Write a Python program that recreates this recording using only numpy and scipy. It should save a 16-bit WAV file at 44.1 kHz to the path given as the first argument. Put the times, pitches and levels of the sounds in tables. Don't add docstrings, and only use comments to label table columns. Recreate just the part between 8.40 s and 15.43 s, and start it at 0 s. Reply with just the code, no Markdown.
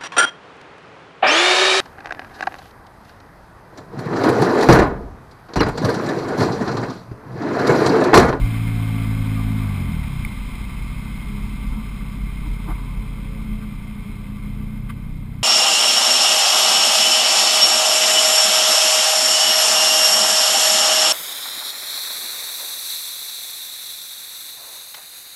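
import sys
import numpy as np
from scipy import signal
from scipy.fft import rfft, irfft, next_fast_len
from scipy.io import wavfile
from scipy.ndimage import uniform_filter1d

SR = 44100
rng = np.random.default_rng(int(sys.argv[2]) if len(sys.argv) > 2 else 0)


def digitize_waveform(pressure):
    field = np.atleast_2d(pressure).T
    bounded = np.clip(field, -1, 1)
    quanta = np.round(bounded * 32767).astype(np.int16)
    wavfile.write(sys.argv[1], SR, quanta)


N = 310023
T = np.arange(N) / SR


def from_db(db):
    return 10 ** (np.asarray(db) / 20)


def rms_one(x):
    return x / np.sqrt(np.mean(x ** 2) + 1e-20)


def in_time(rows):
    times, *columns = np.transpose(rows)
    return [np.interp(T, times, column) for column in columns]


def at_hz(points, hz):
    f, db = np.transpose(points)
    return np.interp(np.log(hz + 1e-3), np.log(f), db)


def drift(rate):
    pole = np.exp(-80 * np.pi * rate / SR)
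    slow = signal.lfilter([1], [1, -2 * pole, pole * pole], rng.standard_normal(N // 40 + 2002))[2000:]
    return np.interp(np.arange(N) / 40, np.arange(len(slow)), rms_one(slow))


def coloured(x, db_at):
    size = 2 * next_fast_len(N // 2 + 1)
    hz = np.arange(size // 2 + 1) * SR / size
    cepstrum = irfft(np.log(from_db(db_at(hz))), size)
    response = np.exp(rfft(2 * cepstrum[:size // 2], size))
    return rms_one(irfft(rfft(x, size) * response, size)[:N])


def grains(per_s, spread_db):
    taps = (rng.random(N) < per_s / SR) * rng.choice([-1, 1], N)
    return rms_one(taps * from_db(spread_db * np.clip(rng.standard_normal(N), -2, 2)))


def spurts(per_s, decay_s):
    starts = rng.random(N) < per_s / SR
    surges = signal.lfilter([1], [1, -np.exp(-1 / (decay_s * SR))], starts + 1e-18)
    return rms_one(surges - surges.mean())


def steadied(x, evenness):
    swell = uniform_filter1d(np.abs(signal.hilbert(x, next_fast_len(N))[:N]), size=1500)
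    return rms_one(x / (swell + 0.2) ** evenness)


def hump(t, half_length, db):
    return from_db(db) * np.exp(-((T - t) / half_length) ** 2)


def ring(t, half_length, db, hz):
    return np.sqrt(2) * hump(t, half_length, db) * np.sin(2 * np.pi * hz * (T - t))


# t/s, turns per second
ENGINE_SPEED = [(0, 56), (.6, 54.15), (1.21, 52.7), (1.42, 45.2), (1.8, 30.3), (2, 27.3), (2.2, 29.8),
                (2.55, 32.8), (3.15, 34.6), (3.8, 33.3), (4.5, 32.2), (4.8, 30.9), (5.75, 29.1),
                (6.2, 29.6), (6.65, 31.1), (7.03, 31.1)]
# t/s, level/dB
EXHAUST_LEVEL = [(0, -24), (1.42, -24.5), (1.55, -29), (1.85, -32), (1.98, -44), (2.3, -38.5), (4.5, -38.5),
                 (5.7, -41), (6.2, -37)]
# t/s, light share (0-1)
LIGHT_SHARE = [(1.25, 0.44), (1.85, 0.82)]
# multiple of engine speed, level in gear/dB, level running light/dB
ENGINE_TONES = [(1, -34, 8.5), (2, 8, -9), (3, -16.5, 1), (4, -15.5, 2), (5, -8, -2.5), (6, -31.5, -0.5),
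                (7, -27.5, 3.5), (8, -7.5, -19.5), (9, -28, -11.5), (10, -7, -28), (13, -11, -21.5)]
# t/s, level/dB
THROTTLE_BITE = [(0, 0.5), (.8, 2), (1.3, -1), (1.55, -3.5), (2.5, -6), (3.1, 5.5), (4.5, -2.5),
                 (4.95, 5.5), (7.03, -2)]
# f/Hz, level/dB
EXHAUST_PATH = [(64, -3.5), (73, 6.5), (90, -1), (110, 1.5), (135, 2.5), (150, 0.5), (163, 3), (173, -4.5),
                (190, 0.5), (211, 4.5), (227, -15), (265, -2.5), (282, -8.5), (320, -31), (450, -21.5),
                (800, -16)]
# f/Hz, level/dB
GAS_RUSH = [(80, -23), (150, -5), (240, 3), (300, -5.5), (400, -10), (500, -19), (720, -12), (850, -13.5),
            (1200, -14), (1600, -14.5), (3000, -37)]


def engine(jitter=0.0031, rough_gear=0.029, rough_light=0.065, tone_wobble=0.091, smear=0.1695,
           rush_db=-15.5, throb=0.34):
    speed, = in_time(ENGINE_SPEED)
    level_db, = in_time(EXHAUST_LEVEL)
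    bite_db, = in_time(THROTTLE_BITE)
    light, = in_time(LIGHT_SHARE)
    turns = np.cumsum(speed * (1 + jitter * drift(24.3))) / SR
    count = int(turns[-1]) + 2
    strength = np.interp(turns, np.arange(count), rng.standard_normal(count))
    uneven = 1 + (rough_gear + light * (rough_light - rough_gear)) * strength
    tones = np.zeros(N)
    for multiple, gear_db, light_db in ENGINE_TONES:
        multiple = np.round(multiple)
        bite_share = np.clip((multiple - 4) / 3, 0, 1)
        tone_db = gear_db + light * (light_db - gear_db) + bite_share * bite_db
        gain = from_db(tone_db + at_hz(EXHAUST_PATH, multiple * speed))
        wobble = 1 + tone_wobble * (multiple - 1) / 2 * drift(11.0)
        phase = 2 * np.pi * multiple * turns - smear * multiple ** 2
        tones -= np.sqrt(2) * gain * wobble * np.cos(phase)
    puffs = rng.standard_normal(N) * (1 + throb * np.cos(4 * np.pi * turns))
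    rush = coloured(puffs, lambda hz: at_hz(GAS_RUSH, hz))
    return from_db(level_db) * uneven * (tones + from_db(rush_db) * rush)


# t/s, turns per second
WHEEL_SPEED = [(0, 17.4), (1.5, 15.2), (3.1, 12.63), (5.1, 9.77), (5.9, 9.3), (7.03, 8)]
# multiple of wheel speed, level/dB
WHEEL_TONES = [(3, 1), (4, 6.5), (5, -4), (6, 2)]
# f/Hz, level/dB
MOUNT_RESPONSE = [(15, -15), (25, -9), (33, 0.5), (46, 6), (56, -4), (68, -15.5), (100, -18.5),
                  (200, -53.5)]
# t/s, level/dB
SWAY_LEVEL = [(0, -27), (1.4, -26.5), (1.8, -29), (3.1, -27), (3.5, -30.5), (5.1, -30), (5.6, -35.5),
              (6.1, -31.5), (7.03, -33.5)]
# t/s, level/dB
RUMBLE_SWELLS = [(.03, -13), (.8, -24), (2.3, -24), (2.42, -26), (3.06, -23), (3.3, -20), (3.83, -24),
                 (4.101, -22.5), (4.33, -23.5), (4.59, -25), (5.14, -27), (6.04, -29), (6.19, -30)]
# f/Hz, level/dB
WIND_RUMBLE = [(6, 9), (13, 13.5), (19, -5), (30, 4), (48, 4), (65, -19), (150, -46.5)]


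def wheel_and_wind(air_db=-5.5, wind_db=-44.0, wander=0.019, swell_s=0.034):
    speed, = in_time(WHEEL_SPEED)
    level_db, = in_time(SWAY_LEVEL)
    turns = np.cumsum(speed * (1 + wander * drift(15.4))) / SR
    shake = np.zeros(N)
    for multiple, db in WHEEL_TONES:
        gain = from_db(db + at_hz(MOUNT_RESPONSE, multiple * speed))
        shake += gain * np.sin(2 * np.pi * (np.round(multiple) * turns + rng.random()))
    air = coloured(rng.standard_normal(N), lambda hz: at_hz(MOUNT_RESPONSE, hz))
    sway = steadied(rms_one(shake) + from_db(air_db) * air, evenness=0.38)
    swells = sum(hump(t, swell_s, db) for t, db in RUMBLE_SWELLS)
    wind = coloured(rng.standard_normal(N), lambda hz: at_hz(WIND_RUMBLE, hz))
    return np.hypot(from_db(level_db), swells) * sway + from_db(wind_db) * wind


def speed_halvings():
    speed, = in_time(WHEEL_SPEED)
    return np.log2(speed[0] / speed)


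# f/Hz, level/dB
BODY_RUMBLE = [(50, -2.5), (80, -1), (140, -4), (185, 3), (212, 5), (240, -1), (272, -4), (295, -10),
               (350, -20), (450, -24), (600, -25.5), (900, -46.5)]


def road_rumble(start_db=-34.0, loss_db=3):
    jolts = grains(400, spread_db=4.5)
    thuds = coloured(jolts, lambda hz: at_hz(BODY_RUMBLE, hz))
    return from_db(start_db - loss_db * speed_halvings()) * steadied(thuds, evenness=0.85)


# f/Hz, width/Hz, level/dB
CASE_PEAKS = [(420, 25, 3), (715, 40, 5), (905, 95, 4.5), (1040, 150, 4.5), (1172, 75, 12), (1335, 70, 7),
              (1520, 110, 8), (2070, 110, 10), (2155, 90, 9), (2360, 150, 6.5), (2580, 150, 6),
              (3110, 160, 8), (3280, 50, 6), (3525, 45, 5), (3670, 55, 4), (3950, 80, 6), (5050, 240, 8)]


def case_db(hz):
    return sum(db / (1 + (2 * (hz - centre) / width) ** 2) for centre, width, db in CASE_PEAKS)


# f/Hz, level/dB
TYRE_ROAR = [(250, -18.5), (350, 3), (500, -6), (750, -3.5), (1000, 1.5), (1400, -6), (1800, -9.5),
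             (2500, -23)]
# f/Hz, level/dB
TYRE_HISS = [(900, -33), (1500, -9.5), (1800, -8), (2150, 0), (2450, -0.5), (2850, -7), (3300, -4.5),
             (4100, -6), (4550, -15), (5250, -11), (5900, -17)]
# t/s, level/dB
WALL_FADE = [(4.3, 1), (5.6, 1.13), (7.03, -3)]


def tyre(roar_base_db=-43.5, roar_loss_db=8, hiss_base_db=-40.5, hiss_loss_db=9.5,
         flutter_db=0.44, patchy_db=0.3, brightening=0.18):
    wall_db, = in_time(WALL_FADE)
    roar_db = roar_base_db + wall_db - roar_loss_db * speed_halvings()
    hiss_db = hiss_base_db + wall_db - hiss_loss_db * speed_halvings()
    flutter = flutter_db * spurts(150, decay_s=0.018)
    slaps = grains(1500, spread_db=2.0) + 0.93 * rng.standard_normal(N)
    slaps *= from_db(flutter + patchy_db * spurts(100, decay_s=0.0057))
    peels = grains(2000, spread_db=1.0) + 1.19 * rng.standard_normal(N)
    peels *= from_db(flutter + patchy_db * spurts(74, decay_s=0.016))
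    roar = coloured(slaps, lambda hz: at_hz(TYRE_ROAR, hz) + case_db(hz))
    hiss = coloured(peels, lambda hz: at_hz(TYRE_HISS, hz) + case_db(hz))
    treble = signal.sosfiltfilt(signal.butter(2, 4000, "high", fs=SR, output="sos"), hiss)
    treble_db = brightening * (hiss_db - hiss_db.mean())
    hiss += (from_db(treble_db) - 1) * treble
    return from_db(roar_db) * roar + from_db(hiss_db) * hiss


# t/s, half-length/s, level/dB, f/Hz, width/octaves
GRIT_SPRAYS = [(0.173, 0.01, -35.5, 2150, 0.32), (0.28, 0.006, -38, 2100, 0.3),
               (0.585, 0.0075, -37, 2020, 0.41), (0.98, 0.021, -38, 1180, 0.11),
               (1.22, 0.012, -42.5, 1190, 0.1), (1.637, 0.0096, -39, 2100, 0.3),
               (1.85, 0.002, -30.5, 1110, 1.2), (3.351, 0.057, -46, 960, 0.34),
               (4.303, 0.029, -35, 860, 0.53), (4.293, 0.021, -38, 330, 0.25),
               (4.357, 0.011, -41, 2200, 0.24), (4.461, 0.24, -49, 1010, 0.11),
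               (5.228, 0.02, -45, 1440, 0.5), (6.502, 0.0096, -37, 1700, 0.77),
               (6.52, 0.0096, -49, 2000, 0.58)]


def grit():
    sprays = np.zeros(N)
    for t, half_length, db, centre, octaves in GRIT_SPRAYS:
        band_db = lambda hz: -20 * np.log10(1 + (np.log2((hz + 1) / centre) / octaves) ** 2)
        noise = coloured(rng.standard_normal(N), lambda hz: band_db(hz) + case_db(hz))
        sprays += hump(t, half_length, db) * noise
    return sprays


# t/s, half-length/s, level/dB, f/Hz
STONE_HITS = [(1.851, 0.0013, -21.5, 2260), (6.503, 0.0073, -37, 1160), (6.505, 0.0033, -52, 2130)]


def stones():
    return sum(ring(*hit) for hit in STONE_HITS)


# t/s, f/Hz, level/dB
SECOND_ENGINE = [(2.5, 100.3, -63), (3.0, 103.4, -46.5), (4.1, 106, -54), (5.0, 109, -42.5),
                 (5.4, 108.4, -53.5), (5.95, 102.9, -47), (6.3, 108.5, -48.5), (7.03, 111.7, -55.5)]
# multiple of the firing rate, level/dB
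SECOND_TONES = [(2, 1), (3, -15.5), (4, -9.5), (5, -16), (6, -21.5)]


def second_engine(waver_db=3.5, wander=0.00647):
    firing_hz, level_db = in_time(SECOND_ENGINE)
    cycles = np.cumsum(firing_hz * (1 + wander * drift(5.92))) / SR
    hum = np.zeros(N)
    for multiple, db in SECOND_TONES:
        gain = from_db(level_db + db + waver_db * drift(3.1))
        hum += gain * np.sin(2 * np.pi * (np.round(multiple) * cycles + rng.random()))
    return np.sqrt(2) * hum


# t/s, half-length/s, level/dB, f/Hz
ROAD_BUMPS = [(3.385, 0.028, -24, 211), (4.07, 0.012, -35.5, 297), (4.297, 0.021, -39.5, 316)]


def bumps():
    return sum(ring(*bump) for bump in ROAD_BUMPS)


def scene():
    mix = engine() + wheel_and_wind() + road_rumble() + tyre()
    mix += grit() + stones() + second_engine() + bumps()
    return mix[None]


def record(dry, hold_hz=12000, cutoff_hz=15400):
    band = signal.sosfiltfilt(signal.butter(10, 5750, fs=SR, output="sos"), dry)
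    samples = signal.resample_poly(band, hold_hz, SR, axis=1, window=("kaiser", 3))
    held = np.repeat(samples, 16, axis=1)
    stepped = signal.resample_poly(held, SR, 16 * hold_hz, axis=1)[:, :N]
    return signal.sosfilt(signal.ellip(12, .2, 80, cutoff_hz, fs=SR, output="sos"), stepped)


dry = scene()
out = record(dry)
digitize_waveform(out)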